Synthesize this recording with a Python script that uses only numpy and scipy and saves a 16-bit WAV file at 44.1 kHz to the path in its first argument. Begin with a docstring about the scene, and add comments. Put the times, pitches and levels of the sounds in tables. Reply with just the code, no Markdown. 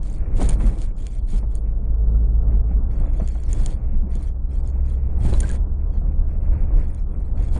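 """A low rumble and a hiss of sand come first: we are inside a car gathering speed on a rough track.
The body heaves over the ruts, the floor drums and the tyres roar on the ground.
Patches of loose sand and gravel spray the wheel arches while small parts tick and jingle.
Jolts thump the suspension and make loose trim and panels click, clatter and squeak.
Through it all the engine's firings boom in the cabin, slowly rising in pitch."""
import sys
import numpy as np
from scipy import signal
from scipy.fft import rfft, irfft
from scipy.io import wavfile
from scipy.ndimage import uniform_filter1d, minimum_filter1d

SR = 44100
rng = np.random.default_rng(int(sys.argv[2]) if len(sys.argv) > 2 else 0)


def transcribe(signal):
    """Save signal, clipped to [-1, 1], as a 16-bit WAV file at the path in sys.argv[1]."""
    frames = np.atleast_2d(signal).T
    limited = np.clip(frames, -1, 1)
    pcm = np.round(limited * 32767).astype(np.int16)
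    wavfile.write(sys.argv[1], SR, pcm)


N = 334704
T = np.arange(N) / SR

# how rough the track is: (time [s], roughness [dB])
ROUGHNESS = [(0.0, -47), (0.21, -45), (0.55, -37), (0.78, -44.5), (1.08, -49.5), (2.51, -42.5), (2.96, -44),
             (3.3, -50.5), (3.63, -43), (4.33, -48.5), (5.3, -42.5), (5.41, -43), (5.56, -42),
             (5.81, -47.5), (6.64, -43), (6.98, -46.5), (7.36, -44), (7.59, -40)]
# dips that swing the body and load the wheels: (time of deepest point [s], heave [dB], drumming [dB])
TRACK_DIPS = [(.37, -16.5, -33.5), (.68, -13.5, -36.5), (1.229, -19.5, -56), (1.38, -17, -38.5),
              (2.151, -18.5, -38.5), (2.522, -15, -34.5), (2.792, -15.5, -40), (3.05, -19, -29.5),
              (3.204, -13, -30.5), (3.559, -12, -32.5), (3.969, -15, -49), (5.341, -11, -37.5),
              (5.862, -20.5, -34.5), (6.052, -15.5, -32), (6.23, -14.5, -33.5), (6.529, -11.5, -31),
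              (6.76, -11, -29), (7.38, -19.5, -31.5)]
# the tone colour of each noise: (frequency [Hz], relative level [dB])
HEAVE_SPECTRUM = [(8, -22), (15, -5), (24, 0), (34, -2.5), (46, -6.5), (62, -13), (85, -24), (130, -40)]
FLOOR_SPECTRUM = [(45, -5), (80, 2), (105, -1), (125, -3.5), (148, -5), (175, -8.5), (212, -8),
                  (245, -17.5), (320, -19), (600, -61.5)]
TYRE_SPECTRUM = [(120, -18.5), (230, -7), (280, 5.5), (340, 2.5), (430, 0.5), (540, -0.5), (680, -4),
                 (850, -8.5), (1100, -13), (1400, -17), (2200, -40), (3500, -75)]
GRAVEL_SPECTRUM = [(600, -12.5), (1100, 8.5), (1600, 13), (2300, 13.5), (2800, 5), (3400, -31.5),
                   (4500, -45)]
SAND_SPECTRUM = [(1500, -20), (3000, 7.5), (4200, 6.5), (5200, 5), (6700, 4.5), (8000, 9), (9200, 9.5),
                 (9800, 7), (10500, -9.5)]
CRUNCH_SPECTRUM = [(200, -1.5), (350, 9), (550, -2), (850, -3), (1300, -19), (2300, -25.5), (3500, -50)]
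# trim rubbing: (time [s], length [s], pitch [Hz], level [dB])
TRIM_RUBS = [(2.145, 0.021, 1320, -56), (5.326, 0.031, 4060, -52), (5.428, 0.025, 1596, -42),
             (5.495, 0.018, 1620, -42.5)]
# the notes hard trim rings with: (pitch [Hz], relative level [dB], time to peak [s])
TRIM_NOTES = [(1550, -5, .0005), (2200, -1, .0004), (3250, 0, .00065), (4330, -1.5, .0006),
              (5400, -7, .0004), (6720, 0, .00058), (7280, -3, .00062), (8750, -2, .00058),
              (9380, -1, .00052)]
# loose trim tapping: (time [s], level [dB], boost of low notes [dB], boost of middle notes [dB])
TRIM_TAPS = [(.031, -48, -4, 2), (.099, -47, -12, 2), (0.128, -52, -9, 3), (.183, -45, -23, -19),
             (0.4287, -30.5, -17, -4), (0.4898, -21.5, -22, -5), (0.4942, -24.5, -9, -4.5),
             (.507, -38.5, -0.5, -1), (0.531, -36, -20, -17), (0.7876, -53, -1, -3),
             (0.8174, -38.5, -4, -3), (0.825, -48, 1, 1), (.966, -62, -7, 3), (1.0675, -34, -4, -2),
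             (1.152, -58, 0, 2), (1.5534, -35.5, -18.5, -6.5), (1.561, -55, -3, 5), (3.0, -50, -6, -12),
             (3.276, -38, -8, 0.5), (3.287, -42, -6, 3), (3.436, -54, 4, 11), (3.5302, -30.5, -15, 4.5),
             (3.6232, -52, 0, -7), (3.661, -22.5, -9.5, -5.5), (4.1538, -43.5, -5, 0),
             (4.221, -57, -1.5, 1), (4.2268, -41.5, -14, -12), (4.675, -48, -11, 2.5),
             (4.7003, -55, -10, 2), (4.901, -59, 0.5, 1.5), (5.262, -38, -4, -7), (5.338, -41, 6.5, -6),
             (5.365, -50, -7, -1), (5.4036, -24.5, -16, -2), (5.4067, -25.5, -10.5, -4),
             (5.432, -43.5, 2, -2), (5.4922, -41, -4, 7.5), (5.514, -31, -13, -9), (6.947, -47.5, -9, 0),
             (7.482, -59, -6, -7), (7.543, -48, -10, -4)]
# the notes of small metal parts: (pitch [Hz], relative level [dB], time to fade by 60 dB [s])
METAL_NOTES = [(2400, -5, .04), (3280, -2, .05), (3420, -4, .05), (4090, -5, .05), (4380, -3, .05),
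               (4570, -4, .05), (5300, -5, .05), (5850, -5, .05), (6800, 0, .035), (7500, 0, .04),
               (8400, -1, .04), (8800, 1, .04), (9400, 1, .04)]
# loose ground thrown at the body: (start [s], length [s], gravel flow [dB], sand flow [dB])
LOOSE_PATCHES = [(0, 0.13, -61, -56.5), (0.188, 0.16, -57, -76.5), (0.37, 0.033, -51, -51.5),
                 (0.416, 0.013, -43.5, -41), (0.44, .1, -47.5, -48), (0.604, 0.036, -48.5, -53.5),
                 (0.66, 0.027, -46, -48.5), (0.713, 0.055, -57, -57), (0.784, 0.068, -57.5, -52.5),
                 (0.875, 0.03, -62, -67), (0.979, 0.1, -63, -56.5), (1.107, 0.083, -63, -59),
                 (1.29, 0.096, -57.5, -52.5), (1.397, 0.027, -64, -93), (1.523, 0.051, -66, -60.5),
                 (1.667, 0.035, -63, -85), (1.837, 0.082, -69.5, -99), (2.51, 0.036, -61.5, -94),
                 (2.693, 0.038, -59, -74.5), (2.914, 0.19, -58, -66), (3.139, 0.16, -59.5, -61),
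                 (3.266, 0.29, -61, -60.5), (3.497, 0.24, -54.5, -53), (3.768, 0.19, -62.5, -80),
                 (4.106, 0.18, -59, -59), (4.508, 0.093, -63.5, -61.5), (4.644, 0.052, -65, -60.5),
                 (4.732, 0.12, -64.5, -80), (4.865, 0.075, -59.5, -60), (4.975, 0.24, -63, -84.5),
                 (5.204, 0.1, -56.5, -56), (5.248, 0.31, -50, -50.5), (5.794, 0.053, -63.5, -91),
                 (5.938, 0.047, -63, -65), (6.076, 0.051, -64.5, -95), (6.288, 0.068, -62, -72.5),
                 (6.413, 0.065, -62, -72), (6.522, 0.12, -55, -74), (6.683, 0.087, -59.5, -96.5),
                 (6.774, 0.07, -53, -61.5), (6.888, 0.11, -61, -64.5), (7.107, 0.065, -63, -73.5),
                 (7.203, 0.088, -65, -72), (7.378, 0.11, -57, -58.5), (7.534, 0.071, -56, -52.5)]
# the bands the panels ring in: (centre [Hz], width [Hz], relative level [dB])
PANEL_BANDS = [(420, 300, -3), (830, 340, 0), (1280, 450, -2), (1750, 550, -7), (2400, 800, -10)]
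# loose panels clattering: (time [s], length [s], level [dB], brightness [dB per octave])
PANEL_CLATTERS = [(.398, 0.013, -45, 0), (0.413, 0.0057, -30, -4), (0.421, .014, -43, -4),
                  (.48, 0.037, -50, 0), (.603, .012, -46, 4), (0.668, .009, -37.5, 0.5),
                  (1.325, 0.043, -57, 0), (2.544, .007, -49.5, -6), (2.708, .007, -49, -1),
                  (3.199, 0.014, -45.5, 0.5), (3.218, 0.019, -51, -1), (3.35, 0.013, -51, 0),
                  (3.591, 0.01, -47, -2), (5.174, .007, -52, -2), (5.327, 0.02, -46.5, 5),
                  (6.763, .02, -49, -7), (7.56, 0.034, -49.5, 3)]
# the notes the floor rings with: (pitch [multiple of the thud pitch], relative level [dB])
FLOOR_NOTES = [(.76, -3.5), (1, 3), (1.17, -11), (1.62, -13.5)]
# jolts of the suspension: (time [s], thud peak [dB], thud pitch [Hz], crunch peak [dB])
WHEEL_JOLTS = [(0.393, -26, 146, -24.5), (.414, -24, 275, -24.5), (0.487, -23, 160.5, -37),
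               (0.596, -32, 202, -34), (0.638, -21, 216, -46), (0.664, -30, 222, -37),
               (1.331, -25, 203, -37), (1.426, -30.5, 211, -34.5), (2.543, -25.5, 159.6, -38.5),
               (2.708, -28.5, 175.5, -36.5), (3.001, -37, 186, -36.5), (3.196, -26, 650, -48),
               (3.214, -27.5, 182, -36), (3.349, -58, 202, -37.5), (3.659, -35, 163, -38.5),
               (3.93, -24, 199, -47), (4.029, -26, 198, -46), (4.067, -32.5, 220, -40),
               (4.153, -28.5, 204, -35.5), (4.751, -28, 190, -39.5), (5.174, -33, 153, -41),
               (5.208, -18.5, 116, -40), (5.248, -18.5, 148, -29.5), (5.28, -16.5, 104.3, -32),
               (5.323, -25, 181, -21), (5.423, -49, 207, -29), (6.761, -26.5, 142, -35.5),
               (7.557, -27, 200, -29)]
# engine speed: (time [s], firing rate [Hz])
ENGINE_SPEED = [(0, 48), (1.4, 50.7), (2, 53.3), (2.6, 55.6), (3.2, 58.6), (4, 61.3), (4.6, 64),
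                (5.2, 66.3), (6, 69), (7.59, 71.5)]
# how hard the engine works: (time [s], level [dB])
ENGINE_LOAD = [(0, -36.5), (.6, -18), (.9, -34.5), (1.2, -36.5), (1.45, -23.5), (1.8, -22), (2.1, -16),
               (2.55, -17), (3, -27), (3.9, -25.5), (4.4, -27), (4.8, -24), (5.15, -21.5), (5.8, -26),
               (6.5, -25.5), (6.95, -31), (7.4, -27), (7.59, -28)]
# the tones of the cabin boom: (pitch [multiple of the firing rate], relative level at peak load [dB])
BOOM_TONES = [(1, 0), (2, -18), (3, -26)]
# where the wall between engine and cabin rings: (centre [Hz], filter width [Hz], relative level [dB])
WALL_BANDS = [(428.8, 70, 8), (530, 39, -1), (671, 84, -2.5)]


def undb(db):
    """Turn decibels into a gain."""
    return 10 ** (np.asarray(db) / 20)


def unit(x):
    """Scale x to an average (rms) level of 1."""
    return x / np.sqrt(np.mean(x ** 2))


def curve(table):
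    """Join (time, value) points with straight lines, one value per sample."""
    return np.interp(T, *np.transpose(table))


def colour(x, spectrum):
    """Give x the tone colour of a spectrum table, at an average level of 1."""
    hz, db = np.transpose(spectrum)
    f = np.maximum(np.fft.rfftfreq(N, 1 / SR), 1)
    gain = undb(np.interp(np.log(f), np.log(hz), db))
    roll_off = np.minimum(f / hz[0], 1) ** 2 * np.minimum(hz[-1] / f, 1) ** 2
    return unit(irfft(rfft(x) * gain * roll_off, N))


def resonate(x, hz, width_hz):
    """Let x ring in one band of pitch."""
    return signal.lfilter(*signal.iirpeak(hz, hz / width_hz, fs=SR), x)


def wander(turns_per_s):
    """A random drift around zero, about 1 in size."""
    step = int(SR / turns_per_s)
    stairs = np.repeat(rng.standard_normal(N // step + 1), step)
    return unit(uniform_filter1d(stairs, step)[:N])


def steady_noise(spectrum, window_s):
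    """Coloured noise with swells slower than the window evened out."""
    noise = colour(rng.standard_normal(N), spectrum)
    return noise / np.sqrt(uniform_filter1d(noise ** 2, int(window_s * SR)) + 1e-9)


def grains(per_s, spread_db):
    """Random impacts, many small and a few large."""
    out, count = np.zeros(N), int(per_s * N / SR)
    place, size, sign = rng.random((count, 3)).T
    size_db = spread_db * np.minimum(-np.log1p(-size), 5)
    out[(place * N).astype(int)] = undb(size_db) * np.sign(sign - .5)
    return out


def add(out, start_s, x):
    """Mix x into out from start_s on."""
    i = max(int(start_s * SR), 0)
    out[i:i + len(x)] += x[:max(N - i, 0)]


def rougher_db(usual_db=-46):
    """How much rougher than usual the track is at each moment."""
    return curve(ROUGHNESS) - usual_db


def dips(width_s=.063, lead_s=.2):
    """Each dip in the track gives one smooth swell of heave and of drumming."""
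    heave, drum = np.zeros(N), np.zeros(N)
    swell = np.exp(-((T[:int(2 * lead_s * SR)] - lead_s) / width_s) ** 2)
    for s, heave_db, drum_db in TRACK_DIPS:
        add(heave, s - lead_s, undb(heave_db) * swell)
        add(drum, s - lead_s, undb(drum_db) * swell)
    return heave, drum


def ride(gravel_flow, heave_db=-21.5, drum_db=-35, roar_db=-48.5):
    """Uneven ground heaves the body and drums the floor; the tyres roar over countless small stones."""
    rough_db = rougher_db() + .9 * wander(10)
    swings, loads = dips()
    # the shares from rough track, loose gravel and dips add up as powers
    heave_gain = np.hypot(undb(heave_db + .68 * rough_db), swings)
    drum_gain = np.linalg.norm([undb(drum_db + rough_db), undb(16) * gravel_flow, loads], axis=0)
    roar_shares = [undb(roar_db + rough_db), undb(5) * gravel_flow, undb(-13) * loads]
    heave = steady_noise(HEAVE_SPECTRUM, window_s=.2) * heave_gain
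    drum = steady_noise(FLOOR_SPECTRUM, window_s=.097) * drum_gain
    roar = colour(grains(5000, spread_db=3), TYRE_SPECTRUM) * np.linalg.norm(roar_shares, axis=0)
    return heave + drum + roar


def squeaks(wobble=.03, rough_db=3):
    """The flexing body drags one panel over another: a short, rough chirp."""
    out = np.zeros(N)
    for s, length, hz, db in TRIM_RUBS:
        n = int(length * SR)
        phase = 2 * np.pi * np.cumsum(hz * (1 + wobble * wander(900)[:n])) / SR
        loudness = np.hanning(n) ** .5 * undb(rough_db * wander(370)[:n])
        add(out, s, unit(np.sin(phase) * loudness) * undb(db))
    return out


def trim_ring(low_db, middle_db, crack_db=-24, pitch=1):
    """One tap on trim: a faint crack and a tiny ring; where it is struck decides which notes answer."""
    t = T[:SR // 50]
    hz, note_db, rise_s = np.transpose(TRIM_NOTES)[:, :, None]
    detune, size_db, phase = rng.standard_normal((3, len(TRIM_NOTES), 1))
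    boost_db = np.interp(hz, [4600, 6300, 7700, 8200], [low_db, middle_db, middle_db, 0])
    swell = (t / rise_s * np.exp(1 - t / rise_s)) ** 2
    waves = np.sin(2 * np.pi * (pitch * hz * (1 + .008 * detune) * t + phase))
    crack = undb(crack_db) * swell[0] * rng.standard_normal(len(t))
    return np.sum(undb(note_db + boost_db + size_db) * swell * waves, 0) + crack


def clicks(echo_db=-29, echo_fade_s=.21):
    """Hard trim taps against its seat; a faint echo from the cabin follows each tap."""
    out, t = np.zeros(N), T[:SR // 10]
    for s, db, low_db, middle_db in TRIM_TAPS:
        ring = trim_ring(low_db, middle_db)
        cabin = rng.standard_normal(len(t)) * undb(-60 * t / echo_fade_s)
        echo = signal.fftconvolve(ring, cabin)
        add(out, s, undb(db) * ring)
        add(out, s, undb(db + echo_db) * echo * abs(ring).max() / abs(echo).max())
    return out


def chatter(parts=8, taps_per_s=22, pitch_spread=.05):
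    """Small loose parts tick drily, each in its own time and at its own pitch."""
    pitches = 1 + pitch_spread * np.linspace(-1, 1, parts)
    rings = [trim_ring(low_db=-1, middle_db=-1, pitch=pitch) for pitch in pitches]
    return unit(sum(signal.oaconvolve(grains(taps_per_s, spread_db=.86), ring)[:N] for ring in rings))


def jingle(taps_per_s=170, pitch_spread=.035, spread_db=2):
    """Small metal parts are shaken at random; each tap rings one briefly, a little off its usual pitch."""
    out, t = np.zeros(N), T[:SR // 10]
    onset = 1 - np.exp(-t / .0006)
    for when, part, detune, size in rng.random((int(taps_per_s * N / SR), 4)):
        hz, db, fade_s = METAL_NOTES[int(part * len(METAL_NOTES))]
        hz *= 1 + pitch_spread * (2 * detune - 1)
        db += spread_db * min(-np.log1p(-size), 4)
        ring = np.sin(2 * np.pi * hz * t) * onset * undb(-60 * t / fade_s)
        add(out, when * N / SR, undb(db) * ring)
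    return unit(out)


def patches(rise_s=.035, fade_s=.11):
    """The flow of gravel and of sand builds under the wheel, holds while a patch lasts and dies away."""
    gravel_power, sand_power, t = np.zeros(N), np.zeros(N), T[:SR * 3 // 4]
    rise = np.minimum(t / rise_s, 1) ** 2
    for s, length, gravel_db, sand_db in LOOSE_PATCHES:
        shape = rise * undb(-60 * np.maximum(t - rise_s - length, 0) / fade_s)
        add(gravel_power, s - rise_s, (undb(gravel_db) * shape) ** 2)
        add(sand_power, s - rise_s, (undb(sand_db) * shape) ** 2)
    return np.sqrt(gravel_power), np.sqrt(sand_power)


def spray(gravel_flow, sand_flow, patter_db=1.7, patter_per_s=110, hiss_onset_db=-58):
    """Gravel and sand patter unevenly on the wheel arches; the same shaking rattles small parts."""
    # a few stray stones fly even between the loose patches
    strays = undb(-84 + .37 * rougher_db() + 3 * wander(3))
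    stones, dust = grains(2500, spread_db=2), grains(7000, spread_db=2.2)
    gravel = colour(stones, GRAVEL_SPECTRUM) * undb(-3.5 + patter_db * wander(patter_per_s))
    sand = colour(dust, SAND_SPECTRUM) * undb(-3 + patter_db * wander(patter_per_s))
    # a weak flow mostly jingles; ticks and hiss take over as it grows
    strength = sand_flow / np.hypot(sand_flow, undb(hiss_onset_db))
    hiss_and_ticks = strength * (strength * sand + chatter() * undb(-4))
    jingling = np.sqrt(1 - strength ** 2) * jingle() * undb(-3)
    return gravel * np.hypot(gravel_flow, strays) + (hiss_and_ticks + jingling) * sand_flow


def clatters(knock_count=16, gap_s=.0035, scatter_db=2):
    """Loose panels knock in a quick, uneven run; a softer contact sounds duller."""
    out, n = np.zeros(N), SR // 10
    bands = [signal.butter(3, [hz - width / 2, hz + width / 2], "bandpass", fs=SR, output="sos")
             for hz, width, _ in PANEL_BANDS]
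    for s, length, db, bright_db in PANEL_CLATTERS:
        delay, size, sign = rng.random((3, knock_count))
        times = (np.arange(knock_count) + .9 * delay) * gap_s
        force = undb(scatter_db * (2 * size - 1)) * np.exp(-(times / length) ** 4)
        knocks = np.zeros(n)
        knocks[(times * SR).astype(int)] = np.sign(sign - .5) * force
        ring = sum(undb(band_db + bright_db * np.log2(hz)) * unit(signal.sosfilt(band, knocks))
                   for band, (hz, _, band_db) in zip(bands, PANEL_BANDS))
        add(out, s, undb(db) * unit(ring) * np.sqrt(length * SR / n))
    return out


def jolts(thud_fade_cycles=20, crunch_fade_s=.14):
    """A wheel meets a rut: the floor thuds briefly and the panels crunch against each other."""
    out, t = np.zeros(N), T[:SR // 4]
    onset = 1 - np.exp(-t / .003)
    grit = steady_noise(CRUNCH_SPECTRUM, window_s=.008)
    for s, thud_db, hz, crunch_db in WHEEL_JOLTS:
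        phases = 2 * np.pi * rng.random(len(FLOOR_NOTES))
        ring = sum(undb(db) * np.sin(2 * np.pi * multiple * hz * t + phase)
                   for (multiple, db), phase in zip(FLOOR_NOTES, phases))
        thud = ring * onset * undb(-60 * t * hz / thud_fade_cycles)
        crunch = np.roll(grit, -int(s * SR))[:len(t)] * onset * undb(-60 * t / crunch_fade_s)
        add(out, s, undb(thud_db) * thud / abs(thud).max())
        add(out, s, undb(crunch_db) * crunch / abs(crunch).max())
    return out


def engine(waver_db=1, rasp_db=-32, puff_cycles=.54):
    """The firings slowly speed up; uneven burning makes each tone waver, and each firing rasps."""
    firing_hz, load_db = curve(ENGINE_SPEED), curve(ENGINE_LOAD)
    cycles = np.cumsum(firing_hz * (1 + .0012 * wander(12))) / SR
    # the higher tones fade faster than the lowest as the load drops
    slack_db = .4 * (load_db - load_db.max())
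    boom = np.zeros(N)
    for multiple, db in BOOM_TONES:
        gain = undb(db + (multiple > 1) * slack_db + waver_db * wander(9.1))
        boom += gain * np.sin(2 * np.pi * (multiple * cycles + rng.random()))
    puffs = rng.standard_normal(N) * np.exp(-(cycles % 1) / puff_cycles)
    rasp = sum(undb(db) * resonate(resonate(puffs, hz, width), hz, width) for hz, width, db in WALL_BANDS)
    return (unit(boom) + undb(rasp_db) * unit(rasp)) * undb(load_db)


def scene():
    """Everything as heard at the windscreen, in one channel."""
    gravel_flow, sand_flow = patches()
    driving = engine() + ride(gravel_flow) + spray(gravel_flow, sand_flow)
    return (driving + clicks() + jolts() + clatters() + squeaks())[None]


def record(dry, ceiling=.43, top_hz=9950):
    """A limiter turns down the biggest swings, and the highest treble is cut."""
    window = SR // 100
    needed_gain = ceiling / np.maximum(abs(dry), ceiling)
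    smooth_gain = uniform_filter1d(minimum_filter1d(needed_gain, window), window)
    end_fades = np.minimum(np.minimum(T, T[-1] - T) / .003, 1)
    treble_cut = signal.ellip(10, .2, 70, top_hz, fs=SR, output="sos")
    return signal.sosfilt(treble_cut, dry * smooth_gain * end_fades)


dry = scene()
out = record(dry)
transcribe(out)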